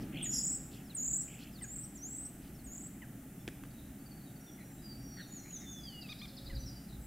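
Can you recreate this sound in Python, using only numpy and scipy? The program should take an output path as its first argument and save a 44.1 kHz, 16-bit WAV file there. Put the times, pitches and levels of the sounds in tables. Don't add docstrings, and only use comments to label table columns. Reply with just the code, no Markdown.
import sys
import numpy as np
from scipy import signal
from scipy.fft import rfft, irfft, next_fast_len
from scipy.io import wavfile
from scipy.ndimage import uniform_filter1d, map_coordinates

SR = 44100
rng = np.random.default_rng(int(sys.argv[2]) if len(sys.argv) > 2 else 0)


def generate_wav(signal):
    frames = np.transpose(np.atleast_2d(signal))
    scaled = np.clip(frames, -1, 1) * 32767
    pcm = np.round(scaled).astype(np.int16)
    wavfile.write(sys.argv[1], SR, pcm)


def gain_from_decibels(decibels):
    exponent = np.asarray(decibels, float) / 20
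    return 10 ** exponent


N = 311346
TIME = np.arange(N) / SR


def unit(x):
    return x / np.sqrt(np.mean(x ** 2) + 1e-20)


def along(points, hz):
    f, v = np.transpose(points)
    return np.interp(np.log(hz + 1), np.log(f + 1), v)


def wobble(t, rate):
    return map_coordinates(rng.standard_normal(int(rate) + 8), [(t - t[0]) * rate], mode="wrap")


def filtered(x, response):
    m = next_fast_len(N + SR // 2)
    return irfft(rfft(x, m) * response(np.fft.rfftfreq(m, 1 / SR)), m)[..., :N]


def span(rows):
    s, *cols = np.transpose(rows)
    t = TIME[round(s[0] * SR):round(s[-1] * SR)]
    return t, [uniform_filter1d(np.interp(t, s, c), size=150, mode="nearest") for c in cols]


def add(out, t, hz, db, overtones_db, unsteady_db=5.5, rate=90):
    phase = 2 * np.pi * np.cumsum(hz) / SR
    tone = np.sin(phase)
    for k, over_db in enumerate(overtones_db):
        tone = tone + gain_from_decibels(over_db) * np.sin((k + 2) * phase)
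    edge = np.clip(np.minimum(t - t[0], t[-1] - t) / 0.00078, 0, 1)
    strength = np.sqrt(2) * gain_from_decibels(db + unsteady_db * np.clip(wobble(t, rate), -3, 1.3))
    out[round(t[0] * SR):][:len(t)] += strength * edge * tone


def dips(first_s, last_s, depth_hz):
    gap_s, last_early_s = 0.0285, 0.008
    opening_shares, closing_shares = (0.247, 0.653), (0.467, 0.63)
    count = round((last_s + last_early_s - first_s) / gap_s) + 1
    times = np.minimum(np.linspace(first_s, last_s + last_early_s, count), last_s)
    depths = depth_hz * np.r_[opening_shares, np.ones(count - 4), closing_shares]
    return zip(times, depths, np.arange(count)[::-1] % 2 == 0)


def crest_line(hook, warble):
    s, hook_db, low_hz, low_db, rise_s = hook
    _, last_s, top_hz, db, _ = warble
    hook_hz, lowest_s, swell_s = 1910, 0.042, 0.042
    late_db, climb_hz_per_s = 0.5, 2000
    t, (over_hz, db) = span([
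        (s, hook_hz * 0.874, hook_db - 9),
        (s + 0.0056, hook_hz * 0.88, hook_db),
        (s + 0.013, hook_hz, hook_db),
        (s + 0.027, hook_hz * (1 - 0.9), (hook_db + low_db) / 2),
        (s + lowest_s, 0, low_db),
        (s + lowest_s + swell_s, 0, db),
        (last_s - 0.04, 0, db + late_db),
        (last_s + 0.0094, 0, db - late_db),
        (last_s + 0.0315, -150, db - 9)])
    risen = 1 - np.exp(-(np.clip(t - s - lowest_s, 0, 1) / rise_s) ** 1.9)
    crest_hz = top_hz - climb_hz_per_s * np.clip(last_s - t, 0, 1)
    return t, low_hz + over_hz + (crest_hz - low_hz) * risen, db


def high_notes():
    # start t/s, hook level/dB, lowest f/Hz, level there/dB, rise time/s
    hooks = [
        (.224, -41, 6820, -40.5, .06),
        (.946, -41, 6850, -39.5, .045),
        (1.62, -43.5, 6700, -58, .055),
        (1.953, -54, 5600, -62, .075),
        (2.642, -52, 6670, -56, .045),
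    ]
    # first dip t/s, last dip t/s, top f/Hz, level/dB, dip depth f/Hz
    warbles = [
        (0.309, 0.548, 8000, -39.5, 870),
        (1.003, 1.212, 8050, -38.5, 830),
        (1.705, 1.84, 8330, -47.5, 695),
        (2.096, 2.265, 8300, -48, 495),
        (2.7, 2.863, 8030, -52, 808),
    ]
    flutter_hz = 190
    out = np.zeros(N)
    drops = [drop for first_s, last_s, _, _, depth_hz in warbles for drop in dips(first_s, last_s, depth_hz)]
    for hook, warble in zip(hooks, warbles):
        t, hz, db = crest_line(hook, warble)
        dip, flutter, overshoot = np.zeros(len(t)), np.zeros(len(t), complex), np.zeros(len(t))
        for s, depth, strong in drops:
            shape = depth * np.exp(-abs((t - s) / 0.0085) ** 4)
            dip = dip + shape
            flutter = flutter + shape * np.exp(2j * np.pi * flutter_hz * (t - s - 0.001))
            overshoot = overshoot + strong * depth * np.exp(-((t - s - 0.012) / 0.00395) ** 2)
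        hz = hz - 0.85 * dip + 0.3 * flutter.imag - 0.1 * flutter.real + 0.33 * overshoot
        hz = hz + (45 + 0.12 * dip) * wobble(t, 200)
        pulses_db = 20 * np.log10(np.clip(1 + flutter.real / 1100, 0.1, 2))
        add(out, t, hz, db + 3.0 * dip / 1000 + pulses_db, [-26], unsteady_db=2.5, rate=150)
    return out


def rattles():
    # t/s, length/s, from f/Hz, to f/Hz, level/dB
    kinds = [
        ((69.5, 520, -46, 0.5, 11.5), [(.125, 0.14, 2440, 3320, -47.5), (.235, 0.05, 3100, 2550, -53.5)]),
        ((120, 330, -9.5, .4, 25), [(.303, .13, 5615, 5115, -37.5)]),
        ((63.5, 457, -17, 0.68, 3), [(0, 0.057, 2720, 2610, -66), (.71, 0.11, 3400, 2540, -63.5), (1.275, .225, 2530, 2810, -60), (2.41, 0.095, 3090, 2480, -71.5)]),
        ((75.5, 903, -30, 1, 4), [(0, 0.048, 5070, 5000, -65.5), (.715, 0.062, 3700, 5220, -64), (1.39, 0.061, 4450, 4630, -64.5), (1.62, 0.021, 4540, 4300, -68), (2.42, 0.076, 4270, 4720, -71), (5.18, 0.042, 3200, 2980, -67)]),
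        ((52.5, 196, -15, 1.31, 6), [(5.17, 0.0525, 1800, 1550, -58), (4.58, 0.061, 2060, 2120, -64.5), (5.6, .06, 1900, 2050, -66), (5.43, 0.073, 2005, 2230, -66), (5.5, 0.033, 2280, 3270, -70), (6.88, 0.095, 4150, 3670, -68.5), (7.005, 0.093, 7820, 7600, -67.5)]),
    ]
    out = np.zeros(N)
    for (rate, swing_hz, over_db, rough, ends_db), rows in kinds:
        for s, length, from_hz, to_hz, db in rows:
            t, (hz, arch) = span([(s, from_hz, -1), (s + length, to_hz, 1)])
            for lag, side_db in [(0.45, -1.6), (0.9, 13 * rough - 12)]:
                turn = 2 * np.pi * (rate * (t - s) - lag) + 1.51 * rough * wobble(t, 45.55)
                place = np.cos(turn) - 0.25 * np.sin(2 * turn) + rough * wobble(t, 330)
                throat_db = -2.5 * np.sin(turn) - 3 * (place - 0.2) ** 2
                level_db = db - ends_db * arch ** 2 + side_db + throat_db
                add(out, t, hz + swing_hz * place, level_db, [over_db], unsteady_db=3.2, rate=250)
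    return out


def glides_and_squeaks():
    # t/s, length/s, from f/Hz, to f/Hz, level/dB
    glides = [
        (0.259, 0.014, 1950, 1820, -54),
        (0.158, .045, 4500, 3630, -66),
        (0.838, 0.073, 6000, 4170, -72.5),
        (0.896, .038, 4300, 3270, -61.5),
        (0.909, .035, 3050, 2220, -67),
        (1.516, 0.047, 5600, 4460, -70),
        (1.553, .045, 4700, 3460, -60.5),
        (1.597, 0.018, 5600, 4700, -67),
        (2.547, 0.025, 5600, 5200, -67),
        (2.587, .033, 4600, 3900, -70.5),
    ]
    # t/s, length/s, level/dB
    clucks = [
        (1.611, 0.048, -70),
        (3.019, 0.028, -68.5),
        (6.498, .05, -73),
    ]
    # t/s, top f/Hz, level/dB
    squeaks = [
        ((.022, 0.18, -30), [(.545, 5570, -63), (1.212, 5830, -60), (1.833, 5870, -60.5), (2.25, 5870, -64), (2.862, 4900, -80)]),
        ((.044, 0.156, 9), [(6.088, 1250, -64), (6.215, 1217, -67)]),
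    ]
    out = np.zeros(N)
    falls = [(*row, -17) for row in glides] + [(s, length, 1050, 750, db, 14) for s, length, db in clucks]
    for s, length, from_hz, to_hz, db, over_db in falls:
        t, (hz, fade_db) = span([(s, from_hz, db), (s + length, to_hz, db - 3)])
        add(out, t, hz, fade_db, [over_db, over_db - 9.5], unsteady_db=4.0)
    for (length, droop, over_db), rows in squeaks:
        overtones_db = [over_db, over_db + 3, over_db - 11, over_db - 13]
        for s, top_hz, db in rows:
            t, (arch,) = span([(s, -1), (s + length, 1)])
            add(out, t, top_hz * (1 - droop * abs(arch) ** 4), db, overtones_db, unsteady_db=2)
    return out


def whistle():
    # t/s, f/Hz, level/dB
    line = [
        (5.3, 4320, -77),
        (5.5, 4090, -72),
        (5.6, 3830, -69),
        (5.66, 3590, -58),
        (5.85, 3380, -60),
        (5.92, 2990, -53.5),
        (6, 2876, -55),
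        (6.07, 2540, -63),
    ]
    out = np.zeros(N)
    t, (hz, db) = span(line)
    add(out, t, hz + 25 * wobble(t, 45.1), db, [], unsteady_db=3.5, rate=40.4)
    return out


def far_birds():
    # t/s, length/s, from f/Hz, to f/Hz, level/dB
    plain = [(3.38, 0.07, 5400, 5400, -72), (3.398, 0.027, 3480, 3500, -69),
             (3.651, 0.24, 3800, 3950, -71.5), (4.25, 0.054, 3960, 3600, -66.5),
             (4.402, 0.16, 5700, 5750, -62.5), (4.58, .15, 5800, 5750, -75), (4.2, 0.021, 4900, 3750, -65),
             (4.466, 0.053, 3650, 3300, -63.5), (4.688, 0.16, 7380, 7700, -67),
             (4.82, .13, 4930, 4520, -55.5), (4.972, 0.34, 5570, 5850, -62.5),
             (4.6, 0.043, 4100, 4000, -72), (4.759, 0.11, 3860, 3920, -73), (4.28, 0.302, 1560, 1350, -71),
             (5.762, .075, 5650, 4600, -66), (5.835, .075, 4950, 4480, -49), (5.9, .05, 4500, 4250, -64),
             (6.677, 0.11, 4900, 4740, -60), (6.74, 0.146, 3020, 2980, -75), (5.92, .11, 2060, 2000, -70),
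             (6.3, 0.37, 553, 540, -68), (5.53, .07, 3750, 3400, -66), (6.66, .035, 5900, 4900, -53),
             (3.99, 0.041, 4560, 4520, -67),
        (4.052, .03, 4780, 4440, -65),
        (4.107, 0.027, 4650, 4350, -62),
        (4.158, .04, 4780, 4300, -68),
        (4.22, .03, 4600, 4480, -74),
        (4.35, 0.029, 4700, 4460, -66),
    ]
    # fall start t/s, held/s, f/Hz, fall f/Hz, level/dB
    hooked = [
        (5.2, .12, 4465, 940, -59.5),
        (5.364, 0.092, 6870, 1040, -51.5),
        (5.545, 0.071, 6760, 1000, -51),
        (5.724, 0.068, 6630, 930, -55.5),
        (6.64, .065, 5950, 940, -59),
    ]
    ends_db, peak_at, fall_s = 7.5, 0.5, 0.042
    out, lines = np.zeros(N), []
    for s, length, a, b, db in plain:
        lines.append([(s, a, db - ends_db),
                      (s + peak_at * length, a + peak_at * (b - a), db),
                      (s + length, b, db - ends_db)])
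    for s, held, hz, fall, db in hooked:
        lines.append([(s - held, hz, db - 17), (s - 0.03, hz, db), (s, hz, db),
                      (s + fall_s / 2, hz - 0.6 * fall, db), (s + fall_s, hz - fall, db - 7.5)])
    for rows in lines:
        t, (hz, db) = span(rows)
        hz = hz * (1 + 0.009 * wobble(t, 110))
        add(out, t, hz, db - 2 + 1.5 * wobble(t, 22), [], unsteady_db=3.5, rate=90)
    return out + 0.6 * np.roll(out, 410)


def chips():
    # t/s, length/s, from f/Hz, to f/Hz, level/dB
    single = [
        (3.704, 0.017, 4890, 4170, -70.5),
        (3.785, .011, 3900, 3570, -68),
        (5.42, .019, 5990, 5280, -64),
        (5.6, .02, 6070, 5170, -63.5),
        (6.068, .012, 4000, 2910, -64),
    ]
    # t/s, level/dB
    trill = [
        (6.011, -56.5),
        (6.102, -54.5),
        (6.19, -55.5),
        (6.277, -58),
        (6.368, -55.5),
        (6.459, -54),
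        (6.551, -56),
    ]
    out = np.zeros(N)
    for s, length, from_hz, to_hz, db in single + [(s, 0.021, 5250, 3900, db) for s, db in trill]:
        t, (left,) = span([(s, 1), (s + length, 0)])
        hz = to_hz + (from_hz - to_hz) * left ** 1.7 + 160 * wobble(t, 300)
        add(out, t, hz, db - 2.5 + 1.5 * left, [], unsteady_db=2.5, rate=250)
    return out + 0.7 * np.roll(out, 330) + 0.4 * np.roll(out, 170)


def knocks():
    # t/s, peak level/dB, thump level/dB
    ticks = [
        (3.478, -25, -4.5),
        (3.4861, -31, -10),
        (3.6366, -35.5, -8),
        (3.653, -46, 6),
    ]
    # f/Hz, width f/Hz, level/dB
    modes = [
        (318, 140, 4.5),
        (1660, 400, 12),
        (3200, 1600, 1),
        (7000, 3900, -5),
    ]
    blows, t = np.zeros(N), np.arange(600) / SR
    for s, db, thump_db in ticks:
        chatter = rng.standard_normal(len(t)) * gain_from_decibels(-60 * t / 0.013)
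        thump = gain_from_decibels(thump_db) * 5 * uniform_filter1d(chatter, size=40)
        blows[round(s * SR):][:len(t)] += gain_from_decibels(db - 7) * (chatter + thump)

    def ring(f):
        return sum((-1) ** k * gain_from_decibels(db) * 1j * f * w / (c * c - f * f + 1j * f * w)
                   for k, (c, w, db) in enumerate(modes))
    return filtered(blows, ring)


def trees(x, gap_s):
    # f/Hz, t60/s
    decay = [(1000, 0.52), (5000, 1.28), (8000, 0.7), (12000, 0.25)]
    out, step = np.zeros(N + 2 * SR), SR // 5
    for a in range(0, N, step):
        hz, t, z = signal.stft(rng.standard_normal(SR * 3 // 4), SR, nperseg=256)
        walls_db = 7 / (1 + (t / 0.18) ** 8) + 4 * np.exp(-((t - 0.085) / 0.0014) ** 2)
        decay_db = -60 * t / along(decay, hz)[:, None]
        tail = signal.istft(z * gain_from_decibels(walls_db + decay_db), SR, nperseg=256)[1]
        wet = signal.fftconvolve(x[a:a + step], unit(tail) / np.sqrt(len(tail)))
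        out[a + round(gap_s * SR):][:len(wet)] += wet
    return out[:N]


def rush(spectrum):
    # f/Hz, side over mid level/dB
    width = [(60, -40), (110, -32), (200, -37), (380, -27), (700, -26.5), (1290, -17), (2380, -8),
             (4400, -9), (8120, 0), (15000, -1.5)]

    def shape(hz):
        return gain_from_decibels(along(spectrum, hz)) * np.array([hz ** 0, gain_from_decibels(along(width, hz))])
    mid, side = filtered(rng.standard_normal((2, N)), shape)
    return np.array([mid + side, mid - side]) / np.std(mid)


def background():
    # f/Hz, level/dB per Hz
    rumble = [(59, -14), (100, -17), (116, -2), (129, -0.5), (172, -2), (215, 0), (242, -5), (274, 0),
              (295, -6), (312, -7), (453, -22), (489, -61), (520, -23.5), (680, -30.5), (1140, -120)]
    buffet = [(12, -61), (20, -6), (36, -5.5), (54, 5.5), (70, 2), (86, -8), (92, -9.5), (120, 0.5),
              (160, -40), (260, -120)]
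    far_air = [(260, -20), (450, 0), (505, -2), (772, 1), (850, -1.5), (963, -11), (1180, -7), (1340, -5),
               (1980, -6.5), (2340, -10), (2970, -11.5), (4500, -20), (5850, -62), (9900, -120)]
    preamp = [(2650, -49), (4500, -11), (6870, -3), (9070, -2), (14600, -0.5), (15700, -4.5)]
    # t/s, peak level/dB, dying time/s
    gusts = [
        (1.1, -60.5, 0.065),
        (2.54, -60, 0.099),
        (6.53, -41, 0.1),
        (6.96, -55.5, 0.088),
    ]
    drift_db = -0.17 * (TIME - 2)
    town = (gain_from_decibels(-50.5 + drift_db) + gain_from_decibels(-44) * np.exp(-TIME / 0.28)) * rush(rumble)
    puffs = np.zeros(N)
    for s, db, dying_s in gusts:
        rise = np.exp(-((TIME - s) / 0.064) ** 2)
        fall = np.exp(-np.clip(TIME - s - 0.04, 0, 9) / dying_s)
        puffs += gain_from_decibels(db) * np.where(TIME < s, rise, fall)
    wind = (gain_from_decibels(-58 + 2.3 * wobble(TIME, 3)) + puffs) * rush(buffet)
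    air = (gain_from_decibels(-64) + gain_from_decibels(-64.5) * np.exp(-TIME / 0.34)) * rush(far_air)
    return town + wind + air + gain_from_decibels(-62.5) * rush(preamp)


def scene():
    starling = high_notes() + rattles() + glides_and_squeaks()
    soft, far, farthest, case = whistle(), far_birds(), chips(), knocks()
    near = gain_from_decibels(-12.5) * starling + gain_from_decibels(-14) * (soft + case)
    echo = trees(near + gain_from_decibels(-7.5) * far + gain_from_decibels(-4) * farthest, gap_s=0.006)
    return starling + soft + far + farthest + case + echo + background()


def roll_off(x):
    return signal.sosfilt(signal.butter(12, 15860, fs=SR, output="sos"), x)


def record(dry):
    top_hz = 15790
    mix = filtered(dry, lambda hz: hz < top_hz)
    return roll_off(mix)


dry = scene()
out = record(dry)
generate_wav(out)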